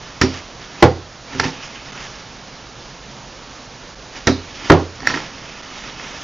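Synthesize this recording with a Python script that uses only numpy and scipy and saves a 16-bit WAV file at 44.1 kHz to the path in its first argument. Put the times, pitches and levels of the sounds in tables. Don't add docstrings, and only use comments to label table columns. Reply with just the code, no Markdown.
import sys
import numpy as np
from scipy import signal
from scipy.io import wavfile
from scipy.ndimage import uniform_filter1d

SR = 44100
rng = np.random.default_rng(int(sys.argv[2]) if len(sys.argv) > 2 else 0)


def attenuation_scalar(level_db):
    decades = np.asarray(level_db, float) / 20
    return 10 ** decades


def digitize_waveform(pressure):
    field = np.atleast_2d(pressure).T
    bounded = np.clip(field, -1, 1)
    quanta = np.round(bounded * 32767).astype(np.int16)
    wavfile.write(sys.argv[1], SR, quanta)


N = 275149

# start_s, steel_db, desk_db, pace (1 = usual spacing of contacts)
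SLAMS = [
    (0.8248, 2.5, -1.5, .8),
    (4.699, -1.2, 0.6, 1.05),
]
# start_s, steel_db, desk_db, pace (1 = usual spacing of contacts)
RETURNS = [
    (1.3975, -2.2, 5.5, .9),
    (5.0717, -.8, -3, 1.05),
]


def rms_one(x):
    return x / np.sqrt(np.mean(x ** 2) + 1e-20)


def at_hz(points, hz, column=1):
    points = np.array(points)
    return np.interp(np.log(hz), np.log(points[:, 0]), points[:, column])


def bank(white, low_hz, count, size=2):
    edges = low_hz * 2 ** (np.arange(count + 1) / size)
    bands = []
    for k, (low, high) in enumerate(zip(edges, edges[1:])):
        band_pass = signal.butter(2, [low, high], "band", fs=SR, output="sos")
        bands.append((np.sqrt(low * high), signal.sosfilt(band_pass, white[k % 2])))
    return bands


def drift(rate_hz):
    r = np.exp(-80 * np.pi * rate_hz / SR)
    slow = signal.lfilter([1], [1, -2 * r, r * r], rng.standard_normal(N // 40 + 2002))
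    slow = slow[2000:]
    return np.interp(np.arange(N) / 40, np.arange(len(slow)), rms_one(slow))


def ring(force, hz, t60):
    r = attenuation_scalar(-60 / (t60 * SR))
    w = 2 * np.pi * hz / SR
    return signal.lfilter([0, np.sin(w)], [1, -2 * r * np.cos(w), r * r], force + 1e-18)


def hiss():
    # pitch_hz, level_db (per Hz)
    hiss_colour = [(13, -33), (22, -6), (48, 0.5), (90, -14.5), (115, 0.5), (150, -5.5), (211, -7),
                   (318, -11.5), (351, -13), (543, -6), (692, -11), (1370, -11), (1920, -16.5),
                   (5450, -16.5), (7300, -19.5), (9490, -56.5), (16100, -120)]
    level_db = -38
    together = drift(3)
    white = rng.standard_normal((2, N + SR // 2))
    noise = np.zeros(N)
    for hz, band in bank(white, 22.18, count=26, size=3):
        band_db = at_hz(hiss_colour, hz) + .4 * together + .6 * drift(8)
        noise += attenuation_scalar(band_db) * band[SR // 2:]
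    return attenuation_scalar(level_db) * rms_one(noise)


def swells(rows, t):
    return sum(attenuation_scalar(db - 10 * np.maximum((s - t) / rise, (t - s) / fall)) ** 2 for s, db, rise, fall in rows)


def rubbing():
    # peak_s, level_db, rise_s and fall_s (each per 10 dB)
    rustle_moves = [(0.072, -41, .1, .1), (0.35, -33, .09, .07), (0.624, -40, .03, .1),
                    (1.623, -37, .035, .12), (1.749, -40, .03, .07), (2.01, -36, .3, .2),
                    (4.168, -35, .035, .065), (4.568, -38, .14, .08), (4.66, -33, .08, .16),
                    (5.3, -41, .2, .4), (5.882, -36, .5, .1), (6.0, -37, .04, 1.5)]
    # peak_s, level_db, rise_s and fall_s (each per 10 dB)
    slide_moves = [(0.81, -41, .2, .12), (1.336, -35.5, .045, .07), (1.395, -36, .06, .1),
                   (1.449, -25.5, .035, .035), (1.48, -35, .03, .12), (5.065, -34, .025, .05),
                   (5.1, -27, .015, .07), (5.148, -29, .012, .04), (5.18, -35, .03, .1)]
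    # pitch_hz, level_db (per Hz)
    skin_colour = [(710, -33), (1200, -3), (1300, -4.5), (2520, -2), (3750, -9), (5400, -6.5), (6720, -9),
                   (7300, -19.5), (9490, -52), (16100, -120)]
    # pitch_hz, level_db, t60_s
    card_modes = [(1400, -23.5, 0.011), (2200, -24, 0.007), (2550, -20, 0.009), (3150, -36, 0.0024)]
    # pitch_hz, level_db, t60_s
    base_modes = [(283.3, 2, 0.038), (370, -0.5, 0.034), (870, 5, 0.0091)]

    t = np.arange(0, N + 40, 40) / SR
    settle_s, let_go_s = .25, .1
    held = np.zeros(len(t))
    for down, up in zip(SLAMS, RETURNS):
        settling = (t - down[0]) / settle_s
        letting_go = 30 * (up[0] - let_go_s - t)
        held += np.clip(np.minimum(settling, letting_go), 0, 3)
    hands = attenuation_scalar(-47.5 - 10 * held) ** 2
    rustle, slide = swells(rustle_moves, t), swells(slide_moves, t)

    def gain(hands_db, rustle_db, slide_db):
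        power = hands * attenuation_scalar(hands_db) ** 2 + rustle * attenuation_scalar(rustle_db) ** 2 + slide * attenuation_scalar(slide_db) ** 2
        return np.interp(np.arange(N) / SR, t, np.sqrt(power))

    happens = rng.random((2, N)) < 6000 / SR
    size = attenuation_scalar(2.24 * np.minimum(rng.exponential(1, (2, N)), 6.5))
    grains = happens * size * rng.choice([-1, 1], (2, N))
    together = drift(25)
    bright = np.zeros(N)
    for hz, band in bank(grains, 1195, count=8, size=3):
        bright += attenuation_scalar(at_hz(skin_colour, hz) + 1.5 * together + 1.2 * drift(18)) * band
    hollow = np.zeros(N)
    for hz, level_db, t60 in card_modes:
        hollow += attenuation_scalar(level_db + 2.0 * drift(9.5)) * ring(rms_one(grains[1]), hz, t60)
    dull = sum(attenuation_scalar(level_db) * rms_one(ring(grains[0], hz, t60)) for hz, level_db, t60 in base_modes)
    dull = attenuation_scalar(1.5 * together) * rms_one(dull)
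    return gain(0, 0, 0) * rms_one(bright) + gain(0, 3, 1.5) * hollow + gain(.6, -8.5, -1.5) * dull


def staged(snap, slam, back):
    # start_s, steel_db, desk_db, pace (1 = usual spacing of contacts)
    snap_starts = [
        (0.2136, -.6, -.3, 1.05),
        (4.2706, 1.2, .7, .97),
    ]
    rows = []
    for strokes, template in ((snap_starts, snap), (SLAMS, slam), (RETURNS, back)):
        for s, steel_db, desk_db, pace in strokes:
            for ms, *columns in template:
                rows.append((s + pace * ms / 1000, steel_db, desk_db, *columns))
    return np.array(rows)


def crunch():
    # start_s, level_db (at 500 Hz), slope_db (per octave), t60_s (at 500 Hz)
    crushes = [
        (0.2132, -24.5, 1.2, 0.3),
        (0.8249, -1.5, -3.5, 0.11),
        (0.8385, -16, -3, .28),
        (1.3978, -24.5, 2.5, .08),
        (4.2706, -21, -.7, 0.27),
        (4.6996, -.7, -5, 0.12),
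        (4.7170, -12, -3.5, 0.28),
        (5.0726, -34, 2, 0.088),
    ]
    out = np.zeros(N)
    t = np.arange(int(.35 * SR)) / SR
    for s, level_db, slope_db, t60 in crushes:
        burst = np.zeros(len(t))
        for hz, band in bank(rng.standard_normal((2, len(t))), 298.6, count=9):
            fall_db = 60 * t / (t60 * (500 / hz) ** 0.4)
            burst += attenuation_scalar(level_db + slope_db * np.log2(hz / 500) - fall_db) * rms_one(band)
        at = round(s * SR)
        out[at:at + len(t)] += burst * np.clip(t / 0.0016, 0, 1)
    return out


def struck(modes, s, level_db, tilt_db, pivot_hz, contact_ms, scatter_db, spread_ms):
    luck = rng.standard_normal((len(s), 2 * len(modes)))
    late = rng.random((len(s), len(modes)))
    out = np.zeros(N)
    for k, (hz, mode_db, t60) in enumerate(modes):
        softness = 1 / (1 + (hz * contact_ms / 1000) ** 4)
        tilt = tilt_db * np.log2(hz / pivot_hz)
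        strength = attenuation_scalar(level_db + mode_db + tilt + scatter_db * luck[:, 2 * k])
        at = np.round((s + late[:, k] * spread_ms / 1000) * SR).astype(int)
        force = np.zeros(N)
        force[at] = strength * softness * np.sign(luck[:, 2 * k + 1])
        out += ring(force, hz, t60)
    return out


def stapler():
    # pitch_hz, level_db, t60_s
    steel_modes = [(972, -7.5, 0.013), (1360, -5, 0.039), (1630, -4, .012), (1760, 2.5, 0.017),
                   (1844, 3.5, 0.021), (2160, -2.5, 0.018), (2570, -19, .014), (3190, -18.5, 0.015),
                   (3670, -11, 0.0084), (4020, -10, 0.009), (4330, -9, 0.013), (4675, -6.5, 0.01),
                   (4890, -4.5, 0.0087), (5530, -6.5, 0.01), (5660, -6.5, 0.0099), (6050, -9, 0.0099),
                   (6830, -11, 0.0096), (7360, -11, 0.011)]
    # pitch_hz, level_db, t60_s
    desk_modes = [(214, -16, 0.16), (259, -12.5, .14), (301.6, -12, 0.092), (334.6, -17.5, 0.11),
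                  (399, -8.5, 0.091), (464.4, -18.5, 0.041), (488, -13.5, .09), (537, -15, 0.055),
                  (604, -18.5, 0.036), (681.4, -12, 0.031), (785, -12, 0.07), (874, -10.5, 0.055),
                  (979, -19, .05), (1093, -9, 0.028), (1400, -8, 0.035), (1650, -16, 0.033),
                  (2010, -7, .025), (2330, -19.5, .02)]
    # after_ms, steel_db, bright_db (steel, per octave), desk_db, contact_ms
    snap_hits = [
        (-2.6, -31, 3, -30, 1.2),
        (0, -10, 4.5, -7, 1.5),
        (3.8, -9.5, -2.5, -19, 1.2),
        (10, -22, 4, -10, 2.2),
        (26, -44, 1.5, -13, 2.1),
        (39, -45, 8, -24, 2.6),
    ]
    slam_hits = [
        (-2.5, -26, 2.1, -18, 1.2),
        (0, -17, 1.5, 7, .75),
        (8, -27, .6, -3, .9),
        (17.5, -22, 2.1, -5, 1.0),
        (27, -30, -9, -8, 1.4),
        (43, -35, -1.5, -11, 1.5),
    ]
    return_hits = [
        (-2.8, -25, 5, -31, .9),
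        (0, -7, .4, -26, .7),
        (13.5, -29, 6, -34, .9),
    ]
    # start_s, steel_db, bright_db (per octave), desk_db
    loose_ticks = [(0.3412, -38, 1.5, -36), (1.3325, -33, -5, -42), (1.348, -30, -3, -26),
                   (1.4324, -31, -8, -20), (1.441, -25, 3, -24), (1.454, -29, -8, -19),
                   (1.462, -31, -3, -28), (1.75, -43, 1.5, -46), (4.15, -40, -6, -34),
                   (5.0035, -31, 1.5, -30), (5.02, -32, .5, -36), (5.0306, -34, -3, -24),
                   (5.046, -35, -6, -36), (5.054, -30, -1.5, -30), (5.0995, -25, -10, -27),
                   (5.104, -25, -8, -29), (5.112, -28, .5, -24), (5.1395, -22, -7, -30),
                   (5.1422, -16.5, -5, -27), (5.15, -28, -3, -25), (5.161, -40, 6, -22),
                   (5.1724, -23, -6, -36), (5.189, -33, -4, -29), (5.201, -32, -3, -28),
                   (5.838, -33, 1.5, -45), (5.996, -38, -11, -35)]
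    tick_contact_ms = 1.2

    ticks = [(s, 0, 0, *columns, tick_contact_ms) for s, *columns in loose_ticks]
    contacts = np.vstack([staged(snap_hits, slam_hits, return_hits), ticks])
    s, arm_db, push_db, steel_db, bright_db, desk_db, contact_ms = contacts.T
    steel = struck(steel_modes, s, arm_db + steel_db, bright_db - .8, 2280, 0, scatter_db=1.8, spread_ms=1.6)
    hardness_db = 5.8 * (1.8 - contact_ms)
    knock = struck(desk_modes, s, push_db + desk_db, hardness_db, 500, contact_ms, scatter_db=3.0, spread_ms=1.4)
    return knock + steel


def desk_body():
    # pitch_hz, t60_s
    body_modes = [(88, 0.44), (124, 0.22), (160, 0.2), (262, 0.21), (380, 0.14)]
    # after_ms, then level_db of each slow mode
    snap_pushes = [
        (.7, -16, -13, -17, -12, -12),
        (23.5, -38, -36, -32, -7.5, -6.5),
    ]
    slam_pushes = [
        (1.7, -7.5, -3, -1.5, -13, -13),
        (20.5, -19, -12, -13, -15, -18),
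    ]
    return_pushes = [
        (-46, -40, -40, -34, -27, -27),
        (6, -36, -33, -28, -28, -30),
        (62, -42, -38, -28, -21, -26),
    ]
    s, _, desk_db, *levels = staged(snap_pushes, slam_pushes, return_pushes).T
    out = np.zeros(N)
    for (hz, t60), level_db in zip(body_modes, levels):
        force = np.zeros(N)
        force[np.round(s * SR).astype(int)] = -attenuation_scalar(desk_db + level_db)
        out += ring(force, hz, t60)
    return signal.lfilter([.04], [1, -.96], out)


def room(x):
    # pitch_hz, t60_s, level_db
    tail_bands = [(90, 0.35, -18), (250, .3, -15.5), (700, .28, -19), (1300, 0.28, -19),
                  (1930, 0.17, -28.5), (3000, 0.41, -15), (5500, 0.32, -16), (7500, 0.1, -17.5)]
    t = np.arange(int(.6 * SR)) / SR
    tail = np.zeros(len(t))
    for hz, band in bank(rng.standard_normal((2, len(t))), 56.9, count=14):
        tail += attenuation_scalar(at_hz(tail_bands, hz, column=2) - 60 * t / at_hz(tail_bands, hz)) * band
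    build = np.clip(t / 0.013, 0, 1)
    return signal.fftconvolve(x, tail * build * attenuation_scalar(-16.5))[:N]


def scene():
    blows = stapler()
    struck_sounds = blows + room(blows) + desk_body() + crunch()
    low_cut = signal.butter(2, 62, "high", fs=SR, output="sos")
    heard = signal.sosfilt(low_cut, struck_sounds)
    return np.tile(heard + rubbing() + hiss(), (2, 1))


def input_stage(x):
    top = 1.5
    return top * np.tanh((x / top) ** 3 / 3 + x / top)


def brief_dips(x):
    dip_times = [1.9165, 3.951, 5.6192]
    fade_ms = 4.6
    apart_s = np.abs(np.arange(N) / SR - np.array(dip_times)[:, None]).min(axis=0)
    return x * np.clip(apart_s * 1000 / fade_ms, .06, 1)


def ragged_top(x):
    # from_hz, keep_db (silent below it)
    gates = [(7050, -86), (7230, -75), (7420, -73.5), (7650, -70), (7900, -60)]
    hz, _, frames = signal.stft(x, SR, nperseg=1024)
    for (low_hz, keep_db), (high_hz, _) in zip(gates, gates[1:] + [(SR, 0)]):
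        band = (hz >= low_hz) & (hz < high_hz)
        level = uniform_filter1d(np.abs(frames[band][:5]).mean(axis=0), size=2)
        frames[band] *= level > attenuation_scalar(keep_db)
    return signal.istft(frames, SR, nperseg=1024)[1][:N]


def top_cut(x):
    return signal.sosfilt(signal.butter(12, 8150, fs=SR, output="sos"), x)


def record(dry):
    dipped = brief_dips(input_stage(dry[0]))
    cutoff_hz = 7366
    low_pass = signal.cheby2(10, 60, cutoff_hz * 1.147, fs=SR, output="sos")
    dull = signal.sosfilt(low_pass, dipped)
    pan_db = np.array([[-3.01], [0]])
    panned = np.clip(ragged_top(dull) * attenuation_scalar(pan_db + 1.24), -1, 1)
    return top_cut(panned)


dry = scene()
out = record(dry)
digitize_waveform(out)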